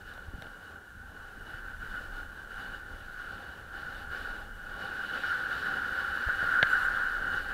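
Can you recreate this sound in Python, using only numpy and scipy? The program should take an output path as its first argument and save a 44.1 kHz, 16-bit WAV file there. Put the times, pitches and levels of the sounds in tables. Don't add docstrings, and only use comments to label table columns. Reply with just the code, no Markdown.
import sys
import numpy as np
from scipy import signal
from scipy.fft import rfft, irfft, next_fast_len
from scipy.io import wavfile
from scipy.ndimage import uniform_filter1d, map_coordinates

SR = 44100
rng = np.random.default_rng(int(sys.argv[2]) if len(sys.argv) > 2 else 0)


def generate_wav(signal):
    frames = np.transpose(np.atleast_2d(signal))
    scaled = np.clip(frames, -1, 1) * 32767
    pcm = np.round(scaled).astype(np.int16)
    wavfile.write(sys.argv[1], SR, pcm)


def attenuation_scalar(level_db):
    decades = np.asarray(level_db, float) / 20
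    return 10 ** decades


N = 332205

# (centre [Hz], width [Hz], level [dB])
CAVITY_MODES = [(1138, 450, -20.5), (1421, 175, 0.5), (1494, 136, 2.5), (1577, 127, -1), (1734, 270, -10)]
PANEL_MODES = [(2006, 130, -2), (3555, 170, 2), (3910, 220, 1.5), (4310, 260, -1.5), (4665, 220, -4)]
FRAME_MODES = [(279, 81, -9), (522, 87, -7), (798, 65, 0), (1130, 77, -3)]
LID_MODES = [(2922, 114, 2), (2964, 280, -9)]
SNAP_MODES = [(2156, 460, 3), (2980, 600, 2.5), (3590, 650, 3.5), (4400, 600, -5), (5670, 810, -14)]
KNOCK_MODES = [(90, 160, 5.5), (170, 164, 5), (570, 256, 7), (790, 340, 0), (1060, 170, -2)]
TICK_MODES = [(3710, 360, 20), (5600, 700, 6), (7160, 520, 3), (8500, 3100, -8), (11800, 2500, 0)]
SQUEAL_MODES = [(7400, 260, 3), (8100, 600, -7), (9800, 600, 0), (11500, 600, -5), (13100, 700, -4),
                (14800, 600, -7)]

# (frequency [Hz], density [dB per Hz])
PANEL_BED = [(1120, -42), (1900, -7.5), (2430, -7.5), (2970, -4), (3450, -9.5), (5600, -19), (7280, -44),
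             (12300, -120)]
FRAME_BED = [(65, -46), (110, -5), (503, -3), (661, -7), (799, -4), (1050, -11), (1360, -22), (2310, -120)]
MOUNT_SPECTRUM = [(26, -55), (45, -2.5), (59, -2), (86, -0.5), (124, -13.5), (220, -12.5), (290, -23),
                  (480, -120)]
BUFFET_SPECTRUM = [(12, -9), (20, -2), (28, 2), (38, 0.5), (50, -19), (80, -53)]
CIRCUIT_SPECTRUM = [(2940, -30), (5000, -7), (5440, -5), (6400, -5.5), (11400, -7.5), (12400, -7.5),
                    (13400, -7.5), (15500, -11)]

# (frequency [Hz], level [dB rms])
WHINE_TONES = [(9410, -97), (9483, -91), (9556, -90), (9629, -97)]

# (time [s], level [dB])
ASPHALT_DB = [(0, -70), (.5, -70), (.85, -75.5), (1.4, -69.5), (2.45, -70), (3, -66.5), (3.67, -69.5),
              (4.06, -66.5), (4.53, -71.5), (4.75, -62), (5.1, -56), (5.8, -56.5), (6.5, -55.5),
              (7.05, -57), (7.2, -59.5), (7.53, -58.5)]
# (start [s], length [s], lift [dB])
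ROUGH_PATCHES = [(.06, 0.092, 5), (0.412, 0.055, 2.5), (0.613, 0.13, 4), (1.12, 0.2, 1.5), (1.462, 0.13, 5),
                 (1.646, .09, 3), (1.804, 0.27, 6), (2.115, .12, 6), (2.364, 0.057, 4), (2.506, 0.28, 6),
                 (2.585, 0.052, 4), (2.9, 0.084, 1.5), (3.182, 0.29, 5), (3.467, 0.15, 3.5), (3.731, .3, 7),
                 (4.109, 0.24, 10), (4.348, 0.11, 7.5), (4.607, 0.07, -1), (4.789, 0.12, 3.5),
                 (5.133, 0.25, 3.5), (5.402, 0.089, 1), (5.498, 0.14, 3), (5.65, 0.14, 1.5),
                 (5.95, 0.079, 1.5), (6.2, .12, 1), (6.388, 0.14, 2), (6.66, 0.18, 3), (6.95, 0.062, 1.5),
                 (7.318, 0.095, 4.5)]
# (time [s], strength [dB])
GUSTS_DB = [(0, -59), (.45, -61), (.8, -72), (1.05, -60.5), (1.4, -59.5), (1.8, -49.5), (2.15, -50),
            (2.4, -56.5), (3.15, -54), (3.45, -62), (3.8, -57), (4.25, -51), (4.65, -51), (4.85, -60.5),
            (5.7, -62), (6.4, -55.5), (6.9, -52.5), (7.53, -50)]
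# (time [s], gain [dB])
HEADWIND_DB = [(0, -1.5), (.6, 0.5), (.9, 0.5), (1.5, 0.5), (1.95, 1.5), (2.4, 1), (3.3, -0.5),
               (3.65, -1.5), (4.2, 0), (4.55, -1.5), (5.1, 0), (5.7, 2), (6.2, 2), (7, 3.5), (7.25, 1.5),
               (7.53, 2.5)]
# (start [s], length [s], gain [dB])
EDDIES = [(1.926, 0.051, 3.5), (4.13, 0.044, 2), (4.25, 0.031, 3), (5.026, 0.036, 2.5),
          (5.053, 0.027, -6.5), (5.191, 0.033, -8), (5.23, .03, 2.5), (5.312, .03, 3.5), (5.587, 0.034, -5),
          (5.657, 0.047, 2.5), (6.28, 0.025, 2.5), (6.353, .03, -5.5), (6.676, 0.033, -3.5),
          (6.718, 0.031, 2), (6.81, .03, 1.5), (6.973, 0.058, 3), (7.417, 0.044, -4)]
# (time [s], peak level [dB], frequency [Hz])
BUMP_SWINGS = [(.287, -33.5, 75.5), (.338, -36.5, 234), (0.347, -31.5, 48), (0.357, -41, 150),
               (0.384, -39, 170), (0.39, -39, 90), (0.402, -49, 200), (0.457, -41, 480), (1.546, -39.5, 75),
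               (5.92, -40, 45), (6.275, -27, 54.6), (6.941, -41, 59.6)]
# (time [s], snap level [dB], knock re snap [dB], cavity ring re snap [dB], tick re snap [dB])
GRIT_HITS = [(.1376, -62, -25, -25, 11), (.178, -48, 2, -10, -20), (.4218, -39.5, -4, 8, -5.5),
             (.443, -53.5, 4.5, -2, -20), (.468, -47, -5, -5, -20), (3.819, -47, -10, -8, -20),
             (6.286, -51, 13.5, 2, -17), (6.426, -51.5, 12.5, 0, -20), (6.438, -45.5, 7, 0, -15),
             (6.628, -13.5, -12.5, 13, -29), (6.636, -32, -22, -20, -20)]

QUIET_DB = -65
AIR_DB, AIR_FOLLOWS = -45.5, 0.9
LID_DB, LID_FOLLOWS = -63, 0.89
DRONE_DB, DRONE_FOLLOWS, FRAME_RINGS_FOLLOWS = -54.5, 0.5, 0.3
SHAKE_DB, SHAKE_FOLLOWS, SHAKE_PER_GUST_DB = -58, 0.1, 0.11
TYRE_EDGE_S, SHAKE_DECAY_S = 0.026, 0.066
EDDY_EDGE_S = 0.017
ABREAST_S, CAR_GAP_M, CLOSING_M_PER_S, LEAVING_M_PER_S = 6.59, 3.7, 15.9, 11.2
CAR_AIR_DB, CAR_SHAKE_DB, CAR_HISS_DB = -29, -64.5, -5.5
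RUB_S, RUB_LENGTH_S, RUB_DB, RUB_SKIP_S, RUB_SKIP_DB = 6.69, 0.178, -60.5, 6.76, -6
CONTACT_HZ = 4560
HISS_FLOOR_DB, HISS_AIR_DB, HISS_FOLLOWS_AIR = -72, -69, 0.62
TOP_HZ = 15740


def unit(x):
    return x / np.sqrt(np.mean(x ** 2) + 1e-20)


def curve(rows):
    s, value = np.transpose(rows)
    return np.interp(np.arange(N) / SR, s, value)


def wobble(rate_hz):
    knots = rng.standard_normal(int(N * rate_hz / SR) + 4)
    return map_coordinates(knots, [np.arange(N) * rate_hz / SR])


def plateau(start_s, length_s, rise_s, fall_s):
    t = np.arange(N) / SR
    rise = (t - start_s) / rise_s
    fall = (start_s + length_s - t) / fall_s
    return np.clip(np.minimum(rise, fall) + .5, 0, 1)


def filtered(x, response):
    m = next_fast_len(N + SR // 2)
    return irfft(rfft(x, m) * response(np.fft.rfftfreq(m, 1 / SR)), m)[:N]


def shape(points):
    f, db = np.transpose(points)
    return lambda hz: attenuation_scalar(np.interp(np.log(hz + 1), np.log(f + 1), db))


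def modes(table):
    def response(hz):
        total = 0
        for k, (centre, width, db) in enumerate(table):
            band = 1j * hz * width / (centre * centre - hz * hz + 1j * hz * width)
            total = total + (-1) ** k * attenuation_scalar(db) * band ** 2
        return total
    return response


def noise(response, patchy_db):
    z = signal.stft(rng.standard_normal(N), nperseg=512)[2]
    field = uniform_filter1d(rng.standard_normal(z.shape), size=5, axis=0)
    field = uniform_filter1d(field, size=10, axis=1)
    patchy = signal.istft(z * attenuation_scalar(patchy_db * unit(field)), nperseg=512)[1][:N]
    return unit(filtered(patchy, response))


def cavity(texture):
    eddy_db = sum(db * plateau(s, length, EDDY_EDGE_S, EDDY_EDGE_S) for s, length, db in EDDIES)
    flutter_db = eddy_db + 0.31 * texture + 0.66 * wobble(10)
    return air(CAR_AIR_DB) * attenuation_scalar(flutter_db) * noise(modes(CAVITY_MODES), patchy_db=-0.1)


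def air(car_db):
    own = attenuation_scalar(AIR_DB + AIR_FOLLOWS * shaking_db() + curve(HEADWIND_DB))
    return np.hypot(own, attenuation_scalar(car_db) * car())


def car():
    t = np.arange(N) / SR - ABREAST_S
    along_m = t * np.where(t < 0, CLOSING_M_PER_S, LEAVING_M_PER_S)
    return CAR_GAP_M / np.hypot(CAR_GAP_M, along_m)


def shaking_db():
    patch_db = sum(db * plateau(s, length, TYRE_EDGE_S, SHAKE_DECAY_S) for s, length, db in ROUGH_PATCHES)
    return curve(ASPHALT_DB) - QUIET_DB + patch_db


def panels(texture):
    bed = attenuation_scalar(4) * noise(shape(PANEL_BED), patchy_db=-1.5)
    buzz = unit(noise(modes(PANEL_MODES), patchy_db=0.0) + bed)
    return attenuation_scalar(QUIET_DB + shaking_db() + 0.37 * texture + 3.0) * buzz


def frame(texture):
    rough_db = shaking_db()
    rings = attenuation_scalar(FRAME_RINGS_FOLLOWS * rough_db) * noise(modes(FRAME_MODES), patchy_db=1.64)
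    drone = unit(rings + attenuation_scalar(3.5) * noise(shape(FRAME_BED), patchy_db=-1.0))
    drone_db = DRONE_DB + DRONE_FOLLOWS * rough_db + 1.4 * wobble(9)
    return attenuation_scalar(drone_db + 0.21 * texture + 1.0) * drone


def lid(texture):
    lid_db = LID_DB + LID_FOLLOWS * shaking_db() + 0.94 * wobble(12)
    return attenuation_scalar(lid_db + 1.3 * texture - 0.8) * noise(modes(LID_MODES), patchy_db=0)


def mount():
    gust_db = curve(GUSTS_DB)
    buffet = attenuation_scalar(gust_db + 4.0) * noise(shape(BUFFET_SPECTRUM), patchy_db=-1)
    shake_db = SHAKE_DB + SHAKE_FOLLOWS * shaking_db() + SHAKE_PER_GUST_DB * (gust_db - gust_db.mean())
    shake = np.hypot(attenuation_scalar(shake_db), attenuation_scalar(CAR_SHAKE_DB) * car())
    shake = shake * attenuation_scalar(1.0 * wobble(8.2) + 3.45)
    x = buffet + shake * noise(shape(MOUNT_SPECTRUM), patchy_db=-2.0)
    t = np.arange(-SR // 10, SR // 10) / SR
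    for s, db, hz in BUMP_SWINGS:
        swing = np.cos(2 * np.pi * hz * t) * np.exp(-(hz * t / 0.44) ** 2)
        x[round(s * SR) - SR // 10:][:len(t)] -= attenuation_scalar(db) * swing
    return x


def grit():
    blows = np.zeros((4, N))
    for s, db, knock_db, ring_db, tick_db in GRIT_HITS:
        blows[:, round(s * SR)] = attenuation_scalar(db + np.array([24, knock_db + 33.5, ring_db + 27.0, tick_db + 16.5]))
    snap, knock, ring, tick = blows
    body = filtered(snap, modes(SNAP_MODES)) + filtered(knock, modes(KNOCK_MODES))
    body = body + filtered(ring, modes([(1623, 170, 4.5), (2036, 210, -6)]))
    soft_contact = lambda hz: 1 / (1 + 1j * hz / CONTACT_HZ) ** 2
    return filtered(body, soft_contact) + filtered(tick, modes(TICK_MODES))


def brake_rub():
    skip_db = RUB_SKIP_DB * plateau(RUB_SKIP_S - .015, .03, .02, .02)
    touch = plateau(RUB_S, RUB_LENGTH_S, .01, 0.0095) * attenuation_scalar(RUB_DB + skip_db)
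    scrape = noise(modes([(9500, 7000, 0)]), patchy_db=1.5)
    return touch * (noise(modes(SQUEAL_MODES), patchy_db=3.0) + attenuation_scalar(-9) * scrape)


def circuit_hiss(texture):
    air_ratio = air(CAR_AIR_DB + CAR_HISS_DB) / attenuation_scalar(AIR_DB)
    gain = np.hypot(attenuation_scalar(HISS_FLOOR_DB), attenuation_scalar(HISS_AIR_DB) * air_ratio ** HISS_FOLLOWS_AIR)
    spectrum = shape([(20, -12), (3000, -1)] + CIRCUIT_SPECTRUM[1:])
    return gain * attenuation_scalar(0.41 * texture + 3.5) * noise(spectrum, patchy_db=0)


def supply_whine():
    t = np.arange(N) / SR
    return sum(np.sqrt(2) * attenuation_scalar(db) * np.sin(2 * np.pi * hz * t) for hz, db in WHINE_TONES)


def scene():
    texture = unit(wobble(9.3) + 3.1 * wobble(30))
    road = panels(texture) + frame(texture) + lid(texture)
    mix = cavity(texture) + road + mount() + grit() + brake_rub() + circuit_hiss(texture)
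    return mix[None]


def top_cut(x):
    return signal.sosfilt(signal.butter(12, 15880, fs=SR, output="sos"), x)


def record(dry):
    mix = filtered(dry[0] + supply_whine(), lambda hz: hz < TOP_HZ)[None]
    return top_cut(mix)


dry = scene()
out = record(dry)
generate_wav(out)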